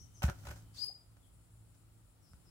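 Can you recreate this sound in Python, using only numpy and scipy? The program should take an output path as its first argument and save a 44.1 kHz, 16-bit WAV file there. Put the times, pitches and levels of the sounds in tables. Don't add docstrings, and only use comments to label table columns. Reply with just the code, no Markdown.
import sys
import numpy as np
from scipy import signal
from scipy.fft import rfft, irfft
from scipy.io import wavfile

SR = 44100
rng = np.random.default_rng(int(sys.argv[2]) if len(sys.argv) > 2 else 0)


def bounce(signal):
    frames = np.transpose(np.atleast_2d(signal))
    limited = np.clip(frames, -1, 1)
    pcm = np.round(limited * 32767).astype(np.int16)
    wavfile.write(sys.argv[1], SR, pcm)


N = 110250
T = np.arange(N) / SR

# pitch_hz, correlation (-1 to 1)
STEREO_LIKENESS = [(100, 0.67), (300, 0.35), (700, 0.36), (1400, 0.11), (2800, -0.14), (6000, 0.021),
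                   (14000, 0.0092)]
WOOD_T60_S = 0.34


def from_db(db):
    return 10 ** (np.asarray(db) / 20)


def rms_one(x):
    return x / np.sqrt(np.mean(x ** 2) + 1e-20)


def in_time(rows):
    s, *columns = np.transpose(rows)
    return [np.interp(T, s, column) for column in columns]


def at_hz(points, hz):
    f, value = np.transpose(points)
    return np.interp(np.log(hz + 1), np.log(f), value)


def pan(db):
    return rms_one(from_db(np.array([[db], [-db]]) / 2))


def drift(rate_hz):
    hz = np.arange(N // 2 + 1) * SR / N
    return rms_one(irfft(rfft(rng.standard_normal(N)) / (1 + (hz / rate_hz) ** 2), N))


def coloured(spectrum, likeness, source=None):
    hz = np.arange(N // 2 + 1) * SR / N
    mid, side = rfft(rng.standard_normal((2, N)) if source is None else source)
    alike = np.clip(at_hz(likeness, hz), -1, 1)
    shared = np.sqrt(1 + alike) * mid
    opposed = np.sqrt(1 - alike) * side * [[1], [-1]]
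    return rms_one(irfft(from_db(at_hz(spectrum, hz)) * (shared + opposed), N))


def ring(x, hz, t60):
    radius = from_db(-60 / (t60 * SR))
    w = 2 * np.pi * hz / SR
    return signal.lfilter([0, np.sin(w)], [1, -2 * radius * np.cos(w), radius ** 2], x + 1e-18)


def echoes(x, t60):
    t = T[:SR]
    tail = rng.standard_normal((2, SR)) * from_db(-60 * t / t60) * (t > .004)
    tail /= np.sqrt(np.sum(tail ** 2, axis=1, keepdims=True))
    return signal.fftconvolve(np.atleast_2d(x), tail, axes=1)[:, :N]


def grains():
    grains_per_s, crack_share = 2500, 0.55
    cracks = rms_one(rng.standard_normal((2, N)) * (rng.random(N) < grains_per_s / SR))
    rub = rng.standard_normal((2, N))
    return np.sqrt(crack_share) * cracks + np.sqrt(1 - crack_share) * rub


def scuffs():
    # start_s, crunch_level_db, grit_level_db, decay_s (time constant)
    contacts = [(0.2196, -36, -50, 0.005), (0.228, -42, -60, 0.0037), (0.23, -48, -40, 0.0039),
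                (0.235, -33, -43, 0.0048), (0.246, -48.5, -51, 0.019), (0.280, -42, -66, 0.0025),
                (0.286, -39.5, -57, 0.0039), (0.2965, -39, -50, 0.0031), (0.336, -68, -68, .03),
                (0.374, -72.5, -67, 0.057), (0.424, -67.5, -71, 0.033), (0.45, -52.5, -61, 0.015),
                (0.468, -45, -52.5, 0.0053), (0.485, -47, -57, 0.0069), (0.501, -59, -57, 0.023),
                (0.509, -48, -77, 0.0051), (0.553, -64.5, -64.5, 0.035), (0.622, -93, -61, 0.0015),
                (1.167, -64, -71, .003), (1.738, -78, -75, 0.022), (2.333, -58.5, -63, 0.001)]
    # pitch_hz, relative_level_db (per Hz)
    crunch_colour = [(100, -4.5), (300, -9.5), (390, -4), (470, -7), (570, 2), (660, -5.5), (780, 1.5),
                     (1000, -3.5), (1200, -4.5), (1550, 1), (1900, -8.5), (2400, -8.5), (3200, -12.5),
                     (4200, -19), (9000, -54)]
    grit_colour = [(800, -44), (2500, -10), (4200, -0.5), (5700, 4.5), (8000, 1), (10000, -3.5),
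                   (13000, -2), (16000, -6.5)]
    # pitch_hz, correlation (-1 to 1)
    scuff_likeness = [(200, 0.93), (700, 0.82), (1400, 0.38), (2800, -0.58), (6000, 0.14), (14000, -0.18)]
    # pitch_hz, level_db, t60_s
    resonances = [(383.5, -3, 0.091), (600, -18, .08), (742, -5.5, 0.33), (992, -15, 0.042),
                  (1450, -33, 0.27), (1512, -2, 0.035)]
    shortest_attack_s, attack_per_decay = 0.0011, 0.28
    crunch_pan_db, yard_db, yard_t60_s = -1, -6, 0.17

    crunch_level, grit_level = 0, 0
    for s, crunch_db, grit_db, decay in contacts:
        age = np.maximum(T - s, 0)
        attack = shortest_attack_s + attack_per_decay * decay
        shape = np.minimum(age / attack, 1) * np.exp(-np.maximum(age - attack, 0) / decay)
        crunch_level = crunch_level + from_db(crunch_db) * shape
        grit_level = grit_level + from_db(grit_db) * shape
    crunch = pan(crunch_pan_db) * crunch_level * coloured(crunch_colour, scuff_likeness, grains())
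    grit = grit_level * coloured(grit_colour, scuff_likeness, grains())
    rings = 0
    for hz, db, t60 in resonances:
        unit_peak = 2 * np.log(1000) / (t60 * SR)
        rings = rings + from_db(db) * unit_peak * ring(crunch, hz, t60)
    close = crunch + rings + grit
    return close + from_db(yard_db) * echoes(close, yard_t60_s)


def thumps():
    # start_s, level_db
    hits = [(0.2385, -15.5), (0.280, -25.5), (0.289, -25.5), (0.444, -41.5), (0.474, -41.5), (0.487, -45.5),
            (0.501, -39), (2.312, -50), (2.335, -46)]
    # pitch_hz, level_db, t60_s
    low_modes = [(66.2, 4, 0.14), (115, -12, 0.069), (157.4, -7, 0.044)]
    soft_hz, low_cut_hz = 195, 82.4
    pushes = np.zeros(N) + 1e-18
    for s, db in hits:
        pushes[int(s * SR)] = -from_db(db)
    pushes = signal.sosfilt(signal.butter(4, soft_hz, fs=SR, output="sos"), pushes)
    pushes = signal.sosfilt(signal.butter(3, low_cut_hz, "high", fs=SR, output="sos"), pushes)
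    return sum(from_db(db) * ring(pushes, hz, t60) for hz, db, t60 in low_modes)


def near_bird():
    # start_s, pitch_hz, level_db (rms)
    sweep = [(0.750, 3067, -100), (0.765, 3500, -70), (0.787, 4610, -47), (0.808, 4893, -45.5),
             (0.826, 4912, -34.5), (0.835, 4938, -37.5), (0.843, 4892, -31.5), (0.848, 4980, -48),
             (0.865, 5010, -130)]
    # multiple of the pitch, level_db
    overtone_rows = [(2, -16), (3, -20)]
    # start_s, level_db (rms)
    hiss_level = [(0.70, -130), (0.748, -60.5), (0.785, -54.5), (0.81, -56), (0.84, -54.5), (0.87, -61),
                  (0.93, -75.5), (1.2, -130)]
    # pitch_hz, relative_level_db (per Hz)
    hiss_colour = [(600, -3.5), (2000, -6.5), (2800, -1.5), (3900, -2.5), (4600, 12), (5500, 4.5),
                   (8500, 1.5), (12000, -10), (16000, -7)]
    chirp_pan_db, wood_pan_db = 31, 3
    pitch_waver, overtone_rough_rad = 0.0035, 0.73
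    overtone_follows, overtone_direct = 0.67, 0.2
    tone_wet_db, sweep_wet_db_per_khz = -4.5, 11
    overtone_wet_db, overtone_t60_s = -6.5, 0.26

    hz, db = in_time(sweep)
    phase = 2 * np.pi * np.cumsum(hz * (1 + pitch_waver * drift(130))) / SR
    tone = np.sqrt(2) * from_db(db) * np.sin(phase)
    overtone_level = np.sqrt(2) * from_db(db.max() + overtone_follows * (db - db.max()))
    overtones = 0
    for multiple, gain_db in overtone_rows:
        rough_phase = round(multiple) * phase + overtone_rough_rad * drift(830)
        overtones = overtones + overtone_level * from_db(gain_db) * np.sin(rough_phase)
    scattered = from_db(tone_wet_db + sweep_wet_db_per_khz * (hz.max() - hz) / 1000) * tone
    wood = echoes(scattered, WOOD_T60_S)
    wood = wood + from_db(overtone_wet_db) * echoes(overtones, overtone_t60_s)
    direct = tone + overtone_direct * overtones
    hiss = from_db(in_time(hiss_level)[0]) * coloured(hiss_colour, STEREO_LIKENESS)
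    return pan(chirp_pan_db) * direct + pan(wood_pan_db) * wood + hiss


def glides(rows, waver, direct_db):
    out = 0
    wobble = 1 + waver * np.tanh(drift(250))
    for s, length, start_hz, end_hz, db, pan_db in rows:
        progress = np.clip((T - s) / length, 0, 1)
        hz = (start_hz + (end_hz - start_hz) * progress) * wobble
        whistle = np.sin(np.pi * progress) * np.sin(2 * np.pi * np.cumsum(hz) / SR)
        out = out + pan(pan_db) * from_db(db) * whistle
    return from_db(direct_db) * out + echoes(out, WOOD_T60_S)


def far_birds():
    # start_s, length_s, start_hz, end_hz, level_db (before direct gain and echoes), pan_db (left over right)
    far_calls = [(-0.03, 0.058, 5390, 5960, -55, 14), (-0.01, 0.057, 6230, 6200, -64.5, 1),
                 (0.135, 0.052, 6250, 5955, -58.5, 9), (0.15, 0.075, 4900, 5930, -68, 7),
                 (0.73, .06, 4900, 4710, -62, 21), (1.19, 0.097, 3580, 3010, -78, 14),
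                 (2.21, 0.083, 5910, 4750, -71.5, 9), (2.255, 0.086, 5830, 4850, -74.5, 10),
                 (2.445, 0.07, 5470, 4880, -68.5, 10)]
    return glides(far_calls, waver=.055, direct_db=-3.5)


def low_whistles():
    # start_s, length_s, start_hz, end_hz, level_db (before direct gain and echoes), pan_db (left over right)
    low_calls = [(0.828, 0.027, 1120, 1000, -73, 18), (0.872, 0.038, 330, 682, -70.5, 6),
                 (0.893, 0.0225, 640, 910, -65.5, -2)]
    return glides(low_calls, waver=0.059, direct_db=6)


def motor():
    # pitch_hz, level_db (rms)
    orders = [(54.5, -74), (108.5, -66.5), (166.5, -77), (220, -89), (272, -84), (326, -87.5)]
    # start_s, level_db (added to the orders)
    hum_swell = [(0, -4.5), (0.3, 7.5), (0.55, 14), (0.78, 5.5), (0.9, 1), (1.3, -3.5), (1.6, 3.5),
                 (2.0, 0.5), (2.25, -9.5), (2.5, 3.5)]
    pitch_waver, flutter_db, upper_follows = 0.0143, 1, 0.68
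    turns = np.cumsum(1 + pitch_waver * drift(3.9)) / SR
    swell_db, = in_time(hum_swell)
    out = 0
    for k, (hz, db) in enumerate(orders):
        follows = 1 if k < 2 else upper_follows
        level = from_db(db + follows * swell_db + flutter_db * drift(3.2))
        out = out + level * np.sin(2 * np.pi * (hz * turns + rng.random()))
    return np.sqrt(2) * out


def rumble():
    # pitch_hz, relative_level_db (per Hz)
    rumble_colour = [(15, -55.5), (28, -17), (45, 3), (70, 2.5), (110, 1), (160, -9.5), (300, -15),
                     (600, -37)]
    # start_s, level_db (rms)
    rumble_level = [(0, -56.5), (0.15, -61.5), (0.35, -55), (0.65, -61), (0.95, -67.5), (1.1, -63.5),
                    (1.5, -64.5), (1.8, -65.5), (1.9, -64), (2.01, -64.5), (2.08, -68), (2.5, -61.5)]
    return from_db(in_time(rumble_level)[0]) * coloured(rumble_colour, STEREO_LIKENESS)


def air():
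    # pitch_hz, relative_level_db (per Hz)
    air_colour = [(100, -30), (300, 2.5), (500, 1), (900, -1), (1100, -4), (1320, 0), (1600, -8),
                  (2500, -9), (4500, -10), (6500, -14.5), (12000, -17.5), (16000, -10.5)]
    # start_s, level_db (rms)
    air_level = [(0, -74.5), (0.3, -69), (0.7, -70.5), (1.1, -74), (2.1, -73.5), (2.5, -72.5)]
    return pan(1.5) * from_db(in_time(air_level)[0]) * coloured(air_colour, STEREO_LIKENESS)


def insects():
    # pitch_hz, relative_level_db (per Hz)
    insect_colour = [(6000, -48), (6900, -25), (7130, 8), (7400, -1.5), (8500, 2), (9700, -3), (10600, 4.5),
                     (11700, -11.5), (16000, -18)]
    level_db, flutter_db, pan_db = -75, 1.5, 6
    level = from_db(level_db + flutter_db * drift(9))
    return pan(pan_db) * level * coloured(insect_colour, STEREO_LIKENESS)


def scene():
    steps = scuffs() + thumps()
    birds = near_bird() + far_birds() + low_whistles()
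    return steps + birds + motor() + rumble() + air() + insects()


def record(dry):
    cutoff_hz = 15800
    return signal.sosfilt(signal.ellip(12, .1, 70, cutoff_hz, fs=SR, output="sos"), dry)


dry = scene()
out = record(dry)
bounce(out)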